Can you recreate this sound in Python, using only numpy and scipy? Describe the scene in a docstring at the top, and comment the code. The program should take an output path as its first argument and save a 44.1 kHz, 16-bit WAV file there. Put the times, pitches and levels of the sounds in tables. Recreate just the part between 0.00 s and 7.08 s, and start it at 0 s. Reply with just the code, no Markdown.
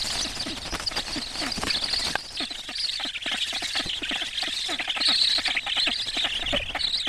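"""Black stork chicks beg on a stick nest in a pine wood. From the start, three voices chitter in quick,
plunging whistles that follow the brood's excitement, over a rasp of pulsed breath; a bright hiss rises and
falls above them, the nest rustles and air buffets the microphone. A twig snaps, then come harsh squawks and low
croaks, pulse trains that ring in the throat. From 0.7 s to about 2 s, wings slap the nest and blows set its
sticks ringing. The begging grows louder and lower, and near the end two round, falling hoots sound."""
import sys
import numpy as np
from scipy import signal
from scipy.fft import rfft, irfft, next_fast_len
from scipy.io import wavfile
from scipy.ndimage import uniform_filter1d, map_coordinates

SR = 44100
rng = np.random.default_rng(int(sys.argv[2]) if len(sys.argv) > 2 else 0)


def transcribe(signal):
    """Save signal, clipped to [-1, 1], as a 16-bit WAV file at the path in sys.argv[1]."""
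    frames = np.atleast_2d(signal).T
    limited = np.clip(frames, -1, 1)
    pcm = np.round(limited * 32767).astype(np.int16)
    wavfile.write(sys.argv[1], SR, pcm)


N = 312228
TIME = np.arange(N) / SR

# Low croaks, each with a flare of rasp: (t/s, length/s, level/dB, bill gape from 0 to 1)
CROAK_CALLS = [(0.247, 0.029, -41.5, 0.3), (0.46, 0.032, -37.5, 0.23), (0.497, 0.052, -43, 0.05),
               (0.911, 0.02, -42.5, 0.57), (1.157, 0.038, -35, 0.07), (1.409, 0.088, -39, 0.42),
               (2.401, 0.046, -39.5, 0.35), (2.507, .02, -46, 0.46), (2.686, 0.033, -45, 0.49),
               (2.997, 0.025, -42, 0.87), (3.049, 0.023, -41, 0.36), (3.261, 0.01, -38.5, 0.45),
               (3.315, 0.015, -41, 0.74), (3.34, 0.017, -39.5, 0.52), (3.527, 0.018, -42.5, 0.59),
               (3.56, 0.015, -44, 0.67), (3.623, 0.018, -40, 0.5), (3.752, 0.023, -41, 0.78),
               (3.794, 0.022, -38, 0.43), (4.02, 0.014, -37, 0.17), (4.11, 0.022, -38, 0.38),
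               (4.156, 0.012, -40.5, 0.75), (4.214, 0.032, -44.5, 0.52), (4.426, .023, -41, 0.76),
               (4.475, 0.021, -41.5, 0.35), (4.683, 0.075, -40.5, 0.49), (4.797, 0.019, -38.5, 0.62),
               (4.877, 0.023, -42, 0.78), (4.964, 0.021, -38.5, 0.82), (5.003, 0.014, -38, 0.47),
               (5.08, 0.048, -38.5, 0.54), (5.381, 0.02, -38, 0.55), (5.477, 0.038, -41.5, 0.65),
               (5.55, 0.016, -43, 0.67), (5.665, 0.024, -39.5, 0.96), (5.767, 0.024, -38, 0.78),
               (5.871, 0.037, -37, 0.46), (6.168, 0.012, -35.5, 0.44), (6.242, 0.034, -38.5, 0.7),
               (6.424, 0.028, -43.5, 0.56), (6.527, 0.028, -35, 0.38), (6.748, 0.026, -35, 0.75),
               (7.071, 0.016, -37.5, 0.52)]
# Transmission of the whistle through the bill: (f/Hz, gain/dB)
BILL_RESPONSE = [(1200, -6), (1800, 0), (6500, 2), (9000, -14)]


def amp(db):
    """Amplitude ratio of a level in decibels."""
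    return 10 ** (np.asarray(db) / 20)


def unit(x):
    """Normalisation to rms 1."""
    return x / np.sqrt(np.mean(x ** 2) + 1e-20)


def curves(rows):
    """Linear interpolation of each column after the time, one value per sample."""
    s, *cols = np.transpose(rows)
    return [np.interp(TIME, s, c) for c in cols]


def wobble(rate, size=N):
    """Slow noise: a spline through rate random knots a second."""
    knots = rng.standard_normal(int(size * rate / SR) + 4)
    return map_coordinates(knots, [np.arange(size) * rate / SR])


def filtered(x, response):
    """Linear filtering: the spectrum of x times a function of frequency."""
    m = next_fast_len(len(x) + SR // 10)
    return irfft(rfft(x, m) * response(np.fft.rfftfreq(m, 1 / SR)), m)[:len(x)]


def shaped(x, points):
    """Filtering by (f/Hz, gain/dB) points joined on a logarithmic frequency axis."""
    f, db = np.transpose(points)
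    return filtered(x, lambda hz: amp(np.interp(np.log(hz + 1), np.log(f), db)))


def coloured(x, points):
    """Spectral shaping, normalised to rms 1."""
    return unit(shaped(x, points))


def mottled(x, patchy_db=5):
    """Random gain over time and frequency gives narrow, short-lived peaks and gaps."""
    spectra = signal.stft(x, nperseg=512)[2]
    field = uniform_filter1d(rng.standard_normal(spectra.shape), size=3, axis=0)
    field = unit(uniform_filter1d(field, size=3, axis=1))
    return signal.istft(spectra * amp(patchy_db * np.minimum(field, 2)), nperseg=512)[1][:N]


def friction(rate, spread_db, share):
    """Friction noise: a soft rub plus rate random impulses a second, of very unequal size."""
    impulses = (rng.random(N) < rate / SR) * rng.choice([-1, 1], N)
    sizes = amp(spread_db * np.minimum(rng.exponential(size=N), 4))
    return rng.standard_normal(N) + share * unit(impulses * sizes)


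def add(track, s, sound):
    """Superposition of a sound on the track at time s."""
    part = track[max(0, round(s * SR)):][:len(sound)]
    part += sound[:len(part)]


def chitter(rows, voice_hz, hoarse, octave_db, arched=False):
    """Frequency-modulated whistles, loudest in the dip or, if arched, the crest; and a scratch envelope."""
    tone, overtones, scratch = np.zeros((3, N))
    warble, fray = 1 + .014 * wobble(160), wobble(1500)
    for s, fall, rise, hz, db in rows:
        edges = np.round((s + 1.4 * np.array([-fall, rise])) * SR).astype(int)
        part = slice(*np.clip(edges, 0, N))
        u = np.maximum((s - TIME[part]) / fall, (TIME[part] - s) / rise)
        crest_hz = min(1.18 * np.interp(s, TIME, voice_hz), 5000)
        crest_hz = np.clip(crest_hz, 1.09 * hz, 1.42 * hz)  # narrowest and widest swoop
        dip = (1 - hz / crest_hz) * (np.sin if arched else np.cos)(np.pi / 2 * u) ** 2
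        pitch = crest_hz * (1 - dip) * warble[part] * (1 + .1 * dip * fray[part])
        phase = 2 * np.pi * (rng.random() + np.cumsum(pitch) / SR)
        swell = amp(db) * np.sqrt(2) / (1 + (u / .74) ** 4) * np.clip((1.4 - u) * 4, 0, 1)
        tone[part] += swell * np.sin(phase)
        overtones[part] += swell * (np.sin(2 * phase) + .3 * np.sin(3 * phase))
        scratch[part] += swell * dip
    # Uneven beating of the membranes modulates the amplitude and so adds sidebands.
    whistle = shaped(tone * (1 + hoarse * wobble(1800)), BILL_RESPONSE)
    # Transmission of the overtones through the bill: (f/Hz, gain/dB)
    overtone_response = [(3000, -24), (5500, -13), (6800, -9), (8300, -2), (10000, -4.5), (13000, -20.5)]
    overtones = shaped(overtones * (1 + .7 * wobble(900)), overtone_response)
    return whistle + amp(octave_db) * overtones, scratch


def babble(pitch_hz, level_db, spread, uneven_db, count):
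    """Jitter and shimmer: rows of one chick's chirps, uneven in pace, length, pitch and strength."""
    pace, lean, height, force, stretch = np.clip(rng.standard_normal((count, 5)).T, -1.7, 1.7)
    s = (np.arange(count) + .5 + .35 * pace) / count * TIME[-1]
    length = .03 * np.exp(.35 * stretch)
    fall = length * (.5 + .17 * lean)
    hz = np.interp(s, TIME, pitch_hz) * np.exp(spread * (height - .5))
    db = np.interp(s, TIME, level_db) + uneven_db * np.minimum(force, 1)
    return np.c_[s, fall, length - fall, hz, db]


def voice_breaks(pitch_hz, level_db, count):
    """Irregular oscillation: a breaking voice scatters into very short, gliding notes."""
    out = np.zeros(N)
    when, height, slant, force, stretch = np.clip(rng.standard_normal((count, 5)).T, -1.7, 1.7)
    for k in range(count):
        s = (k + when[k] / 2) / count * TIME[-1]
        u = np.linspace(-1, 1, int(.022 * np.exp(.35 * stretch[k]) * SR))
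        glide = np.exp(.22 * height[k] + .07 * slant[k] * u + .025 * wobble(500, len(u)))
        phase = 2 * np.pi * np.cumsum(np.interp(s, TIME, pitch_hz) * glide) / SR
        swell = amp(4.5 * force[k]) * np.cos(np.pi / 2 * u) ** 2
        add(out, s, swell * (np.sin(phase) + .1 * np.sin(3 * phase)))
    return unit(shaped(out, BILL_RESPONSE)) * amp(level_db)


def rasp(level_db, buzz_hz, depth):
    """Amplitude-modulated noise: air through the throats is chopped by loose, uneven pulses."""
    # Spectrum of hoarse breath: (f/Hz, level/dB)
    spectrum = [(700, -6), (1350, 4), (1750, 18), (2300, 11), (3600, 14.5), (4700, 0.5), (6200, -20),
                (8400, 0), (12000, -40)]
    cycle = np.cumsum(buzz_hz * (1 + .24 * wobble(60))) / SR
    breath = rng.standard_normal(N) * np.exp(depth * np.cos(2 * np.pi * cycle))
    return coloured(mottled(breath), spectrum) * amp(level_db + 4.3 * wobble(110))


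def rasp_power(effort_db):
    """Incoherent powers add: a rasp that follows effort, and abrupt flares in croaks and squawks."""
    # Harsh, toneless squawks: (t/s at the peak, length/s, level/dB)
    squawks = [(0.109, 0.017, -27.5), (1.692, 0.036, -26.5), (5.483, 0.072, -27.5)]
    croak_half_s, ceiling_db = .029, -37.5  # croaks above the ceiling get no raspier
    flares = [(s + .67 * croak_half_s, croak_half_s, min(db, ceiling_db) + .5 + 8.5 * gape)
              for s, _, db, gape in CROAK_CALLS]
    flares += [(s, length / 2, db) for s, length, db in squawks]
    u = np.linspace(-3, 3, 61)
    flare = np.exp(-u ** 2) * (u > -.75)
    power = amp(effort_db - 10) ** 2
    for s, half, db in flares:
        power += np.interp(TIME, s + half * u, amp(db) ** 2 * flare, left=0, right=0)
    return power


def chicks(hiss_db):
    """Superposition of loud chirps and two ragged voices, low and shrill, all scratching in their dips."""
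    # Excitement of the brood: (t/s, whistle f/Hz, effort level/dB)
    begging = [(0.0, 4155, -37), (0.22, 4880, -30.5), (0.31, 4330, -32.5), (0.36, 4860, -37.5),
               (0.41, 4340, -36), (0.63, 3845, -38.5), (0.78, 4970, -38), (0.84, 4420, -58),
               (0.98, 4314, -33), (1.17, 4085, -35.5), (1.42, 4340, -32), (1.5, 3290, -38.5),
               (1.58, 5340, -31.5), (1.64, 4785, -48), (1.73, 3890, -26.5), (1.8, 3980, -34),
               (1.97, 4274, -29), (2.15, 4250, -34.5), (2.18, 4300, -38), (2.33, 5430, -42),
               (2.39, 3577, -30.5), (2.62, 3216, -38.5), (2.84, 4383, -30), (3.12, 3070, -32.5),
               (3.25, 3090, -31.5), (3.77, 3934, -29.5), (3.98, 3140, -34), (4.1, 3122, -30),
               (4.57, 3720, -30.5), (4.94, 3064, -33.5), (5.07, 3950, -24.5), (5.36, 3843, -27),
               (5.53, 3700, -28.5), (5.63, 3440, -41), (5.79, 3333, -24), (6.02, 3956, -31),
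               (6.23, 3210, -28.5), (6.55, 2890, -28.5), (6.66, 2840, -34), (6.74, 3014, -46),
               (6.82, 3895, -27), (7.08, 3650, -29.5)]
    # Chirps that stand out: (t/s at the dip, fall/s, rise/s, f/Hz in the dip, level/dB)
    chirps = [(0.026, 0.023, 0.011, 3830, -27), (0.192, 0.0062, 0.007, 4700, -30),
              (0.197, 0.0091, 0.014, 3300, -29), (0.229, 0.007, 0.014, 5800, -29),
              (0.407, 0.012, 0.011, 4530, -28.5), (0.882, 0.017, 0.0051, 4550, -22.5),
              (0.976, 0.014, 0.007, 4650, -27), (1.523, 0.0059, 0.0053, 4500, -24.5),
              (1.706, 0.007, 0.012, 4440, -22.5), (1.756, 0.028, 0.0052, 3370, -25),
              (1.844, 0.008, 0.0036, 4470, -22), (1.934, 0.007, 0.017, 4100, -22.5),
              (1.968, 0.007, 0.033, 4400, -27), (2.053, 0.0055, 0.007, 3610, -26),
              (2.403, 0.027, 0.0087, 3500, -31.5), (2.76, 0.0082, 0.0064, 4360, -29),
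              (2.854, 0.028, 0.0097, 4250, -25.5), (2.937, 0.007, 0.007, 4300, -27),
              (2.961, 0.007, 0.0055, 4400, -27.5), (3.045, 0.015, 0.0053, 2965, -26),
              (3.295, 0.007, 0.023, 3100, -31.5), (3.334, 0.018, 0.0098, 2900, -27.5),
              (3.432, 0.035, 0.011, 2920, -27.5), (3.734, 0.007, 0.011, 4300, -33),
              (3.789, 0.02, 0.023, 3300, -30.5), (3.901, 0.013, 0.007, 2890, -26),
              (3.935, 0.0055, 0.021, 2810, -27.5), (4.037, 0.007, 0.0089, 2670, -28),
              (4.101, 0.007, 0.0062, 3060, -27), (4.141, 0.015, 0.014, 2690, -29),
              (4.38, 0.007, 0.014, 3170, -25), (4.424, 0.007, 0.007, 4430, -27),
              (4.47, 0.011, 0.01, 2970, -28), (4.649, 0.0076, 0.0084, 3550, -27.5),
              (4.747, 0.034, 0.007, 3330, -28), (4.797, 0.009, 0.024, 2000, -26),
              (4.901, 0.007, 0.016, 2920, -23.0), (5.019, 0.014, 0.02, 4090, -25.0),
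              (5.068, 0.024, 0.015, 3760, -22.5), (5.112, 0.04, 0.016, 3680, -23),
              (5.144, 0.023, 0.037, 4150, -23.5), (5.22, 0.011, 0.0099, 4100, -18.0),
              (5.248, 0.012, 0.016, 3890, -22), (5.278, 0.011, 0.014, 3700, -21),
              (5.312, 0.014, 0.009, 3830, -23), (5.338, 0.015, 0.0064, 3910, -22),
              (5.354, 0.0062, 0.016, 4040, -23), (5.571, 0.007, 0.0133, 1940, -20),
              (5.592, 0.009, 0.0057, 2150, -26), (5.723, 0.0067, 0.017, 3100, -24.5),
              (5.787, 0.027, 0.034, 2990, -25.0), (5.827, 0.012, 0.023, 4000, -23.0),
              (5.881, 0.028, 0.011, 2480, -23.5), (5.917, 0.0059, 0.007, 2780, -23.5),
              (5.96, 0.0051, 0.01, 3710, -27.0), (6.2, 0.0077, 0.0091, 3580, -24.5),
              (6.254, 0.03, 0.007, 2900, -25), (6.334, 0.027, 0.011, 2690, -28.0),
              (6.467, 0.0082, 0.007, 3300, -26), (6.567, 0.0075, 0.019, 2980, -22.5),
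              (6.693, 0.0085, 0.019, 2660, -29.5), (6.813, 0.007, 0.0085, 3790, -25),
              (6.85, 0.016, 0.0075, 3880, -21.5), (6.938, 0.011, 0.045, 3780, -25),
              (6.98, 0.0065, 0.007, 4700, -28)]
    pitch_hz, effort_db = curves(begging)
    frenzy_db = .3 * (hiss_db - np.median(hiss_db))  # harshest while the hiss is loudest
    hoarse = .29 * amp(1.6 * frenzy_db)
    loud, loud_scratch = chitter(chirps, pitch_hz, .5 * hoarse, octave_db=-22)
    low_rows = babble(pitch_hz, effort_db - 2, spread=.15, uneven_db=4, count=215)
    low, low_scratch = chitter(low_rows, .93 * pitch_hz, hoarse, octave_db=-15)
    high_rows = babble(.93 * pitch_hz, effort_db - 6, spread=.09, uneven_db=5, count=170)
    high_hz = pitch_hz * np.exp(.05 * wobble(30))
    high, high_scratch = chitter(high_rows, high_hz, 1.4 * hoarse, octave_db=-10, arched=True)
    # The lower voice gives way to the loud chirps.
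    loud_power = np.abs(uniform_filter1d(loud ** 2, size=600))
    give_way = 1 / np.sqrt(1 + loud_power / amp(effort_db) ** 2)
    scratch_power = loud_scratch ** 2 + (give_way * low_scratch) ** 2 + high_scratch ** 2
    rasp_db = 10 * np.log10(rasp_power(effort_db + frenzy_db) + scratch_power * amp(frenzy_db - .5) ** 2)
    breaks = voice_breaks(.68 * pitch_hz, rasp_db - 4, count=700)
    breath = rasp(rasp_db - 5.5, buzz_hz=329.4, depth=.49)
    return amp(-.2) * loud + give_way * low + high + breaks + breath


def bright_hiss(level_db):
    """A bright, grainy hiss that swells and fades with uneven strokes."""
    # Spectrum of the bright hiss: (f/Hz, level/dB)
    spectrum = [(500, -13), (2000, -4.5), (5000, 6.5), (6800, 0), (8500, 0), (11000, -10), (14000, -23.5)]
    return coloured(mottled(friction(rate=800, spread_db=4, share=.57)), spectrum) * amp(level_db)


def nest_rustle(level_db):
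    """Friction among the sticks makes a dull crackle as the birds shuffle."""
    # Spectrum of the shifting nest: (f/Hz, level/dB)
    spectrum = [(40, -4.5), (260, 7), (430, 0.5), (700, 7), (1100, 1), (3000, -0.5), (9000, -33)]
    return coloured(friction(rate=230, spread_db=3, share=1.26), spectrum) * amp(level_db)


def air_buffet(level_db):
    """Pressure fluctuations of stirred air rumble at the microphone."""
    # Spectrum of the buffeting: (f/Hz, level/dB)
    spectrum = [(24, -1.5), (110, -13), (600, -55)]
    return coloured(rng.standard_normal(N), spectrum) * amp(level_db)


def twig_snaps(t60):
    """Brittle fracture of thin twigs gives bright noise bursts that decay exponentially."""
    # Twigs breaking under feet and wings: (t/s, peak level/dB)
    fractures = [(0.103, -25), (0.749, -18.5), (0.797, -20), (1.464, -20.5), (1.669, -16)]
    # Spectrum of a crack: (f/Hz, level/dB)
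    spectrum = [(400, -1), (1500, 14), (5000, -1), (10000, -4), (14000, -20)]
    out, t = np.zeros(N), np.arange(SR // 30) / SR
    for s, db in fractures:
        crack = coloured(rng.standard_normal(len(t)), spectrum) * amp(-60 * t / t60)
        add(out, s, amp(db) * crack / np.abs(crack).max())
    return out


def croaks(start_hz, fall, jitter, width_hz, low_db, throat_db):
    """Source and filter: falling pulse trains ring the throat, whose first mode rises as the bill opens."""
    # Upper resonances of the throat: (f/Hz, bandwidth/Hz, level/dB)
    upper_modes = [(1271, 44, -2.5), (1803, 540, -8), (2510, 870, -13.5)]
    shut_hz, open_hz = 622, 804
    out = np.zeros(N)
    for s, length, db, gape in CROAK_CALLS:
        modes = [(shut_hz + gape * (open_hz - shut_hz), width_hz, 0), *upper_modes]
        throat = lambda f: sum((-1) ** k * amp(gain) * 1j * f * width / (hz * hz - f * f + 1j * f * width)
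                               for k, (hz, width, gain) in enumerate(modes))
        u = np.arange(int(2 * length * SR)) / (length * SR)
        pitch = start_hz * np.exp(.056 * rng.normal() - fall * u + jitter * wobble(400, len(u)))
        cycle = np.cumsum(pitch) / SR
        pulses = unit(np.diff(np.ceil(cycle), prepend=0))
        breath = .15 * rng.standard_normal(len(u))
        ring = unit(filtered(pulses + breath, throat))
        swell = np.clip(u / .18, 0, 1) / (1 + u ** 10) * amp(2 * wobble(500, len(u)))
        tilt = amp(34.5 * (gape - .5))  # opening the bill trades the fundamental for the ring
        voice = amp(low_db) * unit(np.sin(2 * np.pi * cycle)) + tilt * amp(throat_db) * ring
        add(out, s - .002, amp(db) * swell * voice / np.hypot(1, tilt))
    return out


def knocks(gain_db, thud_db):
    """Impacts excite heavily damped modes of the sticks; the nest gives way with a dull thud."""
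    # Blows of bills, feet and wings: (t/s, level/dB, relative thud level/dB)
    impacts = [(0.724, -21.5, -12), (0.744, -24.5, -12.5), (0.982, -17.5, -24.5), (1.577, -24, -9),
               (1.634, -12.5, -22.5), (1.669, -24.5, -11.5), (2.097, -22, -17), (2.154, -6.5, -54),
               (3.858, -30, -6.5)]
    # Modes of the sticks: (f/Hz, level/dB, 60 dB decay time/s)
    stick_modes = [(823, 7, 0.018), (1143, 5.5, 0.017), (1620, 4.5, 0.023), (2600, 1, 0.01)]
    crack_spectrum = [(400, 12), (3000, 18), (7000, -13)]  # (f/Hz, level/dB), as for the thud
    thud_spectrum = [(40, 2), (90, -6.5), (260, -3), (500, -11), (12000, -78)]
    out, t = np.zeros(N), np.arange(SR // 10) / SR
    for s, db, low_db in impacts:
        ring = np.zeros(len(t))
        for hz, level, t60 in stick_modes:
            decay = amp(level + 2 * rng.normal() - 60 * t / t60)
            ring += decay * np.sin(2 * np.pi * hz * (1 + .033 * rng.normal()) * t)
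        crack = coloured(rng.standard_normal(len(t)), crack_spectrum) * amp(-60 * t / .027)
        blow = shaped(ring + crack, [(250, -22), (600, 5)])  # thin sticks radiate little bass
        blow *= amp(gain_db) / np.abs(blow).max()
        thud = coloured(rng.standard_normal(len(t)), thud_spectrum)
        thud *= amp(low_db + thud_db - 60 * t / .074) * (1 - np.exp(-t / .0031))
        add(out, s + .000845, amp(db) * (blow + thud))
    return out


def wing_flaps():
    """Impact, then friction: a wing slaps the nest and drags over the twigs in a crackling swish."""
    # Wing strokes: (t/s, length/s, level/dB)
    strokes = [(0.737, .03, -31.5), (0.956, .046, -30), (2.064, .05, -32)]
    # Spectrum of the swish: (f/Hz, level/dB)
    spectrum = [(100, -2), (1200, 0), (3500, -4), (13000, -25)]
    gate = sum(amp(db) * np.interp(TIME, [s, s + .002, s + length / 2, s + length], [0, 1, 1, 0])
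               for s, length, db in strokes)
    return gate * coloured(friction(rate=500, spread_db=3, share=1.5), spectrum)


def hoots(start_hz, fall):
    """Nearly sinusoidal oscillation: short, round notes that sag in pitch."""
    # Hoots about an octave above the croaks: (t/s, length/s, level/dB)
    notes = [(6.533, 0.025, -24.5), (6.596, 0.015, -34.5)]
    out = np.zeros(N)
    for s, length, db in notes:
        u = np.arange(int(2 * length * SR)) / (length * SR)
        pitch = start_hz * np.exp(-fall * u + .061 * wobble(300, len(u)))
        phase = 2 * np.pi * np.cumsum(pitch) / SR
        swell = np.clip(u / .18, 0, 1) / (1 + u ** 10)
        add(out, s, amp(db) * swell * unit(np.sin(phase) + amp(-19) * np.sin(2 * phase)))
    return out


def scene():
    """Superposition of voices, hiss, nest and air in one channel."""
    # Level of the bright hiss: (t/s, level/dB)
    hiss_levels = [(0.0, -46.5), (0.69, -57), (0.77, -51.5), (1.28, -56), (1.71, -48), (1.79, -57.5),
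                   (2.13, -45), (2.19, -60.5), (2.96, -56), (3.19, -67.5), (3.39, -51.5), (3.77, -50),
                   (3.96, -61.5), (4.7, -49.5), (4.77, -64), (5.42, -51.5), (5.58, -64), (6.21, -58),
                   (6.74, -69)]
    # The birds' moving about: (t/s, air buffet level/dB, nest shuffle level/dB)
    movement = [(0, -42, -39), (.74, -47, -36), (1.34, -47.5, -40.5), (2.08, -46.5, -37),
                (2.22, -54.5, -45), (3.16, -58, -58), (3.9, -50.5, -47), (4.58, -55.5, -52),
                (6.36, -49.5, -48), (6.54, -35, -40.5), (6.7, -45, -42), (7.07, -53.5, -54)]
    hiss_db, = curves(hiss_levels)
    buffet_db, shuffle_db = curves(movement)
    croaking = croaks(start_hz=353.8, fall=.42, jitter=.062, width_hz=70, low_db=6, throat_db=9.5)
    strokes_db = 4.5 * np.tanh(wobble(45))  # the same uneven strokes drive the hiss and the nest
    rustle = bright_hiss(hiss_db + 12.5 + strokes_db) + nest_rustle(shuffle_db - 3.5 + 1.64 * strokes_db)
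    air = air_buffet(buffet_db + 3.5)
    sticks = knocks(gain_db=1, thud_db=13.5) + twig_snaps(t60=.052)
    voices = chicks(hiss_db) + croaking + hoots(start_hz=658, fall=.2)
    return (voices + rustle + air + sticks + wing_flaps())[None]


def record(dry):
    """Band limiting: the nest camera passes nothing above 14 kHz."""
    return filtered(dry[0], lambda hz: hz < 14000)[None]


dry = scene()
out = record(dry)
transcribe(out)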